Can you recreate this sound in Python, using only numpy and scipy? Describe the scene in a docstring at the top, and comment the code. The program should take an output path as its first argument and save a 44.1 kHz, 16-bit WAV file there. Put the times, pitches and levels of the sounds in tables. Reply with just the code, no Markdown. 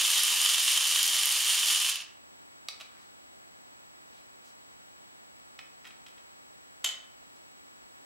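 """A small plastic air motor, held over a desk in a small room, spins on an air tube, a little right of a stereo pair.
Random knocks through housing resonances make its rattle; shaped noise makes the exhaust hiss and rim grazes.
The air is cut, the rotor runs down, and the case then snaps once. Fingers click and rub on it, as short friction
bursts and grainy swells; the lid snaps off and rings as decaying sines, and two faint rubs follow.
Random room echoes answer, over faint noise hiss and a thin electronic whine of two steady sines."""
import sys
import numpy as np
from scipy import signal
from scipy.fft import rfft, irfft, next_fast_len
from scipy.io import wavfile
from scipy.ndimage import uniform_filter1d, map_coordinates

SR = 44100
rng = np.random.default_rng(int(sys.argv[2]) if len(sys.argv) > 2 else 0)


def wav_out(sig):
    """Save sig, one row per channel (or a flat mono array), as 16-bit PCM at SR to the path in sys.argv[1]."""
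    wavfile.write(sys.argv[1], SR, np.round(np.clip(np.atleast_2d(sig).T, -1, 1) * 32767).astype(np.int16))


N = 355393
TIME = np.arange(N) / SR

TURNS_PER_S, BRAKE_TURNS_PER_S2 = 89, 270  # speed under air, braking after the cut
CUT_S = 1.898  # the air is cut
SURGE_DB, SURGES_PER_S = 0.6, 17.98  # the rattle swells and slackens as the rotor wanders on its axle
GRIP_DRIFT = .011  # scale of the housing's pitch wander as the rotor shifts in it
HOLLOW_HZ, HOLLOW_GAIN = 2680, 1.1  # the coasting rotor turns hollow: its tone, and the gain added there

# resonances of housing and rotor: (frequency [Hz], width [Hz], level [dB])
HOUSING_MODES = [(1177, 250, -18), (1730, 194, -18), (2660, 200, -8), (2843, 150, -2.5), (3080, 170, -0.3),
                 (3650, 300, -9), (4630, 470, -20.5), (5530, 300, -13.5), (6800, 480, -11.5),
                 (9200, 930, -13)]
# colour of the exhaust air: (frequency [Hz], spectral level [dB per Hz])
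EXHAUST_COLOUR = [(60, -52), (150, -32), (340, -23), (450, -24), (700, -17.5), (1100, -14), (1450, -11.5),
                  (1800, -6), (2300, -3.5), (3200, -3.5), (4100, 1), (7000, -2.5), (7800, -4),
                  (11500, -6.5), (15800, -19.5)]
# colour of the rotor's rim striking the wall, here and in grazes(): (frequency [Hz], spectral level [dB per Hz])
RIM_COLOUR = [(500, -44.5), (2500, -23.5), (6500, -4.5), (7900, -11), (9100, 0.5), (10500, -6.5),
              (12300, -7), (13500, -13), (15800, -19)]


def motor():
    """The rotor chatters in its loose bearing and chops the air that drives it."""
    speed = rotor_speed()
    turns = np.cumsum(speed) / SR
    # the unbalanced rotor presses harder once a turn and rocks every fourth
    once_a_turn = 0.9 * np.sin(2 * np.pi * turns)
    every_fourth = 0.92 * np.sin(np.pi / 2 * turns)
    whirl = amp(once_a_turn + every_fourth + 0.32 * wobble(45.8) + 0.61 * wobble(16.03))

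    def body(hz):
        """Resonances of housing and rotor, with alternating signs."""
        total = 0
        for k, (centre, width, db) in enumerate(HOUSING_MODES):
            damping = 1j * hz * width
            total = total + (-1) ** k * amp(db) * damping / (centre * centre - hz * hz + damping)
        return total

    knocks = strikes(turns, per_turn=3, scatter=.15, spread_db=6.0)
    knocks = knocks + strikes(turns, per_turn=10, scatter=.4, spread_db=3.0)
    # reading the ringing at drifting positions bends its pitch
    position = np.arange(N) + GRIP_DRIFT * np.cumsum(wobble(9))
    ringing = map_coordinates(filtered(knocks, body), [position], order=5, mode="mirror")
    rattle = amp(-4.0 + SURGE_DB * wobble(SURGES_PER_S)) * unit(ringing)
    # the rim grazes the wall: bright scrapes with a decay constant under a millisecond
    hard = np.abs(strikes(turns, per_turn=3, scatter=.3, spread_db=3.5))
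    scrape = signal.lfilter([1], [1, -np.exp(-1 / (0.00054 * SR))], hard) * rng.standard_normal(N)
    rim = amp(-9.0) * coloured(unit(scrape), lambda hz: along(RIM_COLOUR, hz))
    air = amp(0.43) * noise(EXHAUST_COLOUR)
    # a slower rotor knocks and grazes more softly, while the air hisses on
    vigour = speed / TURNS_PER_S
    buzz = whirl * (vigour ** 0.83 * rattle + vigour ** 2 * rim + air)
    # the sound dulls and turns hollow as the pressure goes
    spent = 1 - np.exp(-since(CUT_S) / 0.086)
    hollow = lambda hz: 0.98 * hump(hz, 11500, 0.62) - HOLLOW_GAIN * hump(hz, HOLLOW_HZ, 0.097)
    return amp(drive_db()) * (buzz - spent * filtered(buzz, hollow))


def rotor_speed():
    """Turns a second: slightly unsteady throughout, and braked evenly by friction after the cut."""
    steady = np.maximum(TURNS_PER_S - BRAKE_TURNS_PER_S2 * since(CUT_S), 1)
    return steady * (1 + .025 * wobble(14))


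# the air supply: level at the start, and its slow sag as the pressure sinks
DRIVE_DB, SAG_DB_PER_S = -28, 0.86
# the valve shuts: a quick drop, its time constant, then the bleed of the air left in the tube
CUT_DROP_DB, VALVE_S, BLEED_DB_PER_S = 2.5, 0.0072, 80
SETTLE_S, SETTLE_DB_PER_S = 2.021, 300  # the last soft turns


def drive_db():
    """Level of the motor: it sags under air, drops as the valve shuts and dies as the rotor settles."""
    shut = 1 - np.exp(-since(CUT_S) / VALVE_S)
    run_down = CUT_DROP_DB * shut + BLEED_DB_PER_S * since(CUT_S) + SETTLE_DB_PER_S * since(SETTLE_S)
    return DRIVE_DB - SAG_DB_PER_S * TIME - run_down


def strikes(turns, per_turn, scatter, spread_db):
    """Impulses of rms 1, per_turn to each turn, uneven in time and size."""
    marks = np.arange(int(turns[-1] * per_turn))
    stray, size, sign = rng.standard_normal((len(marks), 3)).T
    at = np.interp((marks + scatter * stray) / per_turn, turns, np.arange(N)).astype(int)
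    return unit(np.bincount(at, np.sign(sign) * amp(spread_db * np.minimum(size, 2)), N))


# the hardest grazes of the rim: (time [s], relative level [dB])
HARD_GRAZES = [(.235, -10), (.238, -12), (0.4145, -10), (.598, -14), (0.649, -15), (.696, -15), (.879, -17),
               (1.0305, -7), (1.078, -12), (1.257, -9), (1.532, -17), (1.661, -20), (1.897, -13),
               (1.958, -19), (1.965, -27), (2.010, -34), (2.015, -34), (2.025, -39)]


def grazes():
    """Now and then the rim catches the wall hard: ticks of quickly decaying noise."""
    out, t = np.zeros(N), np.arange(SR // 100) / SR
    for s, db in HARD_GRAZES:
        add(out, s, amp(db - 2.0) * rng.standard_normal(len(t)) * np.exp(-t / 0.00059))
    return coloured(out, lambda hz: along(RIM_COLOUR, hz))


# contacts of the lid as it springs off: (time [s], level [dB], treble [dB])
LID_KNOCKS = [(6.843, -21.5, -4), (6.8445, -16.5, 5), (6.8487, -18.5, -10), (6.8616, -24, -5),
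              (6.8735, -26, -2), (6.8892, -29, 2), (6.9097, -35, 2)]
# colour of these contacts: (frequency [Hz], spectral level [dB per Hz])
LID_COLOUR = [(200, -53), (420, -23), (540, -16), (750, -12.5), (930, -17.5), (1250, -9.5), (1600, -13.5),
              (1950, -7.5), (2450, -6), (3100, -0.5), (3600, -1), (4600, -8), (5800, -11.5), (6500, -4.5),
              (7600, -2.5), (8400, -15.5), (9400, -11.5), (10500, -16.5), (11700, -9.5), (12600, -26),
              (15500, -24)]
# ringing of the freed parts, with close modes that beat: (frequency [Hz], relative level [dB], t60 [s])
LID_MODES = [(1954, -20, 0.42), (2770, -20, .32), (3002, -5, 0.38), (3030, -2, 0.44), (3066, -2.5, 0.35),
             (3140, -4, 0.32), (3311, -17, .35), (3500, -13, 0.32), (4210, -18, .32), (5190, -21, .29),
             (6350, -14, .26), (6480, -13, 0.3), (7445, -15, .27), (7530, -11, 0.29)]


def lid():
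    """The lid springs off in a quick burst of contacts that set the loose parts ringing."""
    cracks, ringing, t = np.zeros(N), np.zeros(N), np.arange(SR // 2) / SR
    for s, db, treble_db in LID_KNOCKS:
        colour = lambda hz: along(LID_COLOUR, hz) + treble_db * hump(hz, 12000, 0.63)
        add(cracks, s, amp(db) * coloured(slip(0.0045, rise_s=0.00031), colour))
    ring = 0
    for hz, db, t60 in LID_MODES:
        ring = ring + amp(db - 60 * t / t60) * np.sin(2 * np.pi * (hz * t + rng.random()))
    add(ringing, LID_KNOCKS[0][0], amp(-28.0) * ring * (1 - np.exp(-t / 0.00097)))
    return room(cracks, wet_db=-2.5, early_db=-9.5) + ringing  # the ringing stays dry


# the housing snaps once in the grip: moment, level, time of the slip to fall 20 dB
SNAP_S, SNAP_DB, SNAP_LENGTH_S = 2.6862, -19, 0.0035
# colour of that snap: (frequency [Hz], spectral level [dB per Hz])
SNAP_COLOUR = [(150, -48), (640, -10), (950, -15), (1280, -6.5), (1600, -17), (1950, -10), (2400, 0),
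               (2800, -8), (3250, -5), (3700, 0.5), (4500, 3), (5200, -6), (5650, -1), (6600, -16),
               (7600, -8), (9000, -13), (10000, -17), (15000, -24)]


def snap():
    """One hard, bright slip of the housing's plastic."""
    out = np.zeros(N)
    burst = slip(SNAP_LENGTH_S, rise_s=0.00061)
    add(out, SNAP_S - .001, amp(SNAP_DB) * coloured(burst, lambda hz: along(SNAP_COLOUR, hz)))
    return out


CLICK_TONE_DB, CLICK_TONE_OCTAVES = 5, 0.45  # how far a click's own tone stands out, and its width
# clicks of the case under the fingers:
# (time [s], relative level [dB], tone [Hz], treble [dB], time to fall 20 dB [s], freedom to ring [0-1])
CASE_CLICKS = [(2.801, -42.5, 3500, 0, 0.014, .1), (2.810, -36, 4300, -2, 0.0067, 0.2),
               (2.8145, -40.5, 4400, 2, 0.0078, .1), (5.5912, -34.5, 2300, -8, 0.0073, 0.95),
               (5.845, -45, 1650, -8, 0.0052, .5), (5.853, -41, 1900, -7, 0.0084, .9),
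               (5.869, -44.5, 2700, 1, 0.008, .6), (5.875, -43.5, 3300, 6, 0.0067, .6),
               (5.9075, -39, 2600, -9, 0.0028, .1), (6.065, -42, 3400, 0, 0.0071, .9),
               (6.084, -48.5, 3300, 10, 0.0076, .9), (6.180, -51.5, 2700, -5, 0.0099, .4)]
# a click away from its main tone: (frequency [Hz], spectral level [dB per Hz])
CASE_COLOUR = [(150, -46), (720, -1.5), (950, -11), (1280, 1), (1580, -8), (1880, -0.5), (2150, -1.5),
               (2480, 2), (2800, 0), (3300, -2), (4100, -3), (4700, -8.5), (5800, -8), (6600, -10.5),
               (7700, -10), (10000, -15.5), (15000, -21)]
# thin rings of the case in every click: (frequency [Hz], level when free [dB], width [octaves])
THIN_RINGS = [(1890, 4.5, .06), (2440, 2, .05), (3270, 7.5, 0.056), (5230, 12.5, 0.038)]


def clicks():
    """Short slips of plastic on plastic, each with its own tone and thin case rings the grip may damp."""
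    out = np.zeros(N)
    for s, db, tone_hz, treble_db, length, free in CASE_CLICKS:

        def colour(hz):
            """Case colour with this click's rings, tone and treble, in dB."""
            rings = free * sum(ring_db * hump(hz, ring_hz, width) for ring_hz, ring_db, width in THIN_RINGS)
            tone = CLICK_TONE_DB * hump(hz, tone_hz, CLICK_TONE_OCTAVES)
            return along(CASE_COLOUR, hz) + rings + tone + treble_db * hump(hz, 10500, 0.53)

        add(out, s - .001, amp(db + 1.0) * coloured(slip(length, rise_s=0.00044), colour))
    return out


def slip(length_s, rise_s):
    """Plastic slipping on plastic: a burst of friction, its spectrum evened out, falling 20 dB in length_s."""
    t = np.arange(SR // 10) / SR
    burst = rng.standard_normal(len(t)) * (1 - np.exp(-t / abs(rise_s))) * amp(-20 * t / abs(length_s))
    power = uniform_filter1d(np.abs(rfft(burst)) ** 2, size=40)
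    burst_hz = np.fft.rfftfreq(len(t), 1 / SR)
    even = coloured(burst, lambda hz: -10 * np.log10(np.interp(hz, burst_hz, power)))
    return even * np.linalg.norm(burst) / np.linalg.norm(even)


# fingers and tube sliding on the case:
# (time of the peak [s], relative level [dB], time from peak to 1/e [s], tone [Hz])
CASE_RUBS = [(2.97, -68, .08, 1500), (3.019, -68.5, 0.054, 4500), (4.172, -66.5, .045, 3430),
             (4.476, -63.5, 0.035, 5300), (5.865, -58, .014, 1400), (7.24, -73, .02, 3500),
             (7.364, -67, 0.014, 4800)]


def rubs():
    """Soft grainy swells of friction: noise of uneven grain size around one broad tone."""
    out = np.zeros(N)
    for s, db, length, tone_hz in CASE_RUBS:
        grains = unit(rng.standard_normal(SR) * amp(3 * rng.standard_normal(SR)))
        swell = np.exp(-((np.arange(SR) / SR - .5) / length) ** 2)
        add(out, s - .5, amp(db) * swell * coloured(grains, lambda hz: 22 * hump(hz, tone_hz, 0.93)))
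    return out


# decay of the small room: (frequency [Hz], t60 [s])
ROOM_DECAY = [(200, 0.44), (1000, 0.64), (3000, 0.42), (4500, 0.39), (7000, 0.33), (14000, 0.15)]


def room(x, wet_db, early_db):
    """Direct sound, early bounces off desk and hands, and a tail that differs at each microphone."""
    hz, t, z = signal.stft(rng.standard_normal((2, SR // 2)), SR, nperseg=256)
    decay = amp(-60 * t / along(ROOM_DECAY, hz)[:, None]) * (1 - np.exp(-t / 0.0061))
    tail = signal.istft(z * decay, SR, nperseg=256)[1]
    tail /= np.linalg.norm(tail[0])
    delay = np.arange(tail.shape[1]) / SR
    early = rng.standard_normal(len(delay)) * (delay > .0005) * amp(-60 * delay / 0.05)
    response = amp(wet_db) * tail + amp(early_db) * early / np.linalg.norm(early)
    return x + signal.fftconvolve(x[None], response, axes=1)[:, :N]


# background hiss common to both channels: (frequency [Hz], spectral level [dB per Hz])
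HISS_COMMON = [(15, -40), (25, -8), (146, -6.5), (223, -3.5), (277, 0), (413, -8), (447, -5.5), (511, -5.5),
               (872, -4), (1660, -8), (2280, -8.5), (6300, -13.5), (7590, -14), (8220, -14.5),
               (14800, -21.5)]
# background hiss opposed between the channels: (frequency [Hz], spectral level [dB per Hz])
HISS_OPPOSED = [(15, -41), (25, -8), (59, -3.5), (103, -5), (361, -2), (447, -4.5), (743, -1), (1840, -6),
                (6470, -18), (8010, -16), (8670, -21.5), (14800, -29)]
# electronic whine: (frequency [Hz], level [dB])
WHINE_TONES = [(7867, -67), (15734, -73.5)]


def background():
    """Steady noise hiss, mostly opposed between the channels, and a thin whine of sines."""
    mid = amp(-64) * noise(HISS_COMMON)
    side = amp(-52.0) * noise(HISS_OPPOSED)
    whine = sum(np.sqrt(2) * amp(db) * np.sin(2 * np.pi * hz * TIME) for hz, db in WHINE_TONES)
    return np.array([mid + side, mid - side]) + whine


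def amp(db):
    """Decibels to gain."""
    return 10 ** (np.asarray(db) / 20)


def unit(x):
    """Scale to rms 1."""
    return x / np.sqrt(np.mean(x ** 2) + 1e-20)


def since(s):
    """Seconds since time s at every sample, zero before it."""
    return np.maximum(TIME - s, 0)


def along(points, hz):
    """Read (frequency [Hz], value) points on a log axis."""
    f, v = np.transpose(points)
    return np.interp(np.log(hz + 1), np.log(f + 1), v)


def hump(hz, centre_hz, octaves):
    """A bell of height 1 on a log-frequency axis."""
    return np.exp(-.5 * (np.log2((hz + 1) / centre_hz) / octaves) ** 2)


def wobble(rate):
    """A smooth random curve with rate knots a second."""
    return map_coordinates(rng.standard_normal(int(N * rate / SR) + 4), [TIME * rate])


def filtered(x, response):
    """Filter x by a response of frequency, which may be complex."""
    size = x.shape[-1]
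    m = next_fast_len(size + 8192)
    return irfft(rfft(x, m) * response(np.fft.rfftfreq(m, 1 / SR)), m)[..., :size]


def coloured(x, level):
    """Causal filter of unit energy whose gain follows level(hz) in dB, up to a constant."""
    size = 4096
    cepstrum = irfft(np.log(amp(level(np.fft.rfftfreq(size, 1 / SR))) + 1e-6))
    # folding the cepstrum gives minimum phase
    cepstrum[1:size // 2] *= 2
    cepstrum[size // 2 + 1:] = 0
    impulse = irfft(np.exp(rfft(cepstrum)))
    return signal.fftconvolve(x, impulse / np.linalg.norm(impulse))[:len(x)]


def noise(spectrum):
    """Noise of about rms 1 with the given spectrum."""
    return coloured(rng.standard_normal(N), lambda hz: along(spectrum, hz))


def add(track, s, sound):
    """Mix a sound into the track at time s."""
    start = round(s * SR)
    track[start:start + len(sound)] += sound[:N - start]


def scene():
    """Motor and handling sit a little right of the microphones; lid and background join them."""
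    spinning = room(motor() + grazes(), wet_db=-8.5, early_db=-13.5)
    # the jet reaches the two microphones less alike in the treble, more alike around 1950 Hz
    spread = lambda hz: 2.0 * hump(hz, 16600, .45) - 0.94 * hump(hz, 1950, 0.44)
    width = filtered(spinning - spinning.mean(axis=0), spread)
    lean = lambda hz: amp(np.array([[-1], [1]]) * 0.88 * hump(hz, 2200, 1.0))
    # the handling is low over the desk, with stronger bounces
    handling = room(snap() + clicks() + rubs(), wet_db=-3.5, early_db=-8) * amp([[-.5], [.5]])
    return filtered(spinning + width, lean) + handling + lid() + background()


TOP_HZ = 15800  # upper band limit


def record(dry):
    """The gain behind the microphones eases under sustained loud sound; the band ends at TOP_HZ."""
    ease = np.exp(-1 / (.09 * SR))  # 0.09 s time constant
    level = np.abs(dry).mean(axis=0)
    held = signal.lfilter([1 - ease], [1, -ease], level, zi=[level[:SR // 10].mean()])[0]
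    return filtered(dry * amp(-3 * held / (held + 0.0074)), lambda hz: hz < TOP_HZ)


dry = scene()
out = record(dry)
wav_out(out)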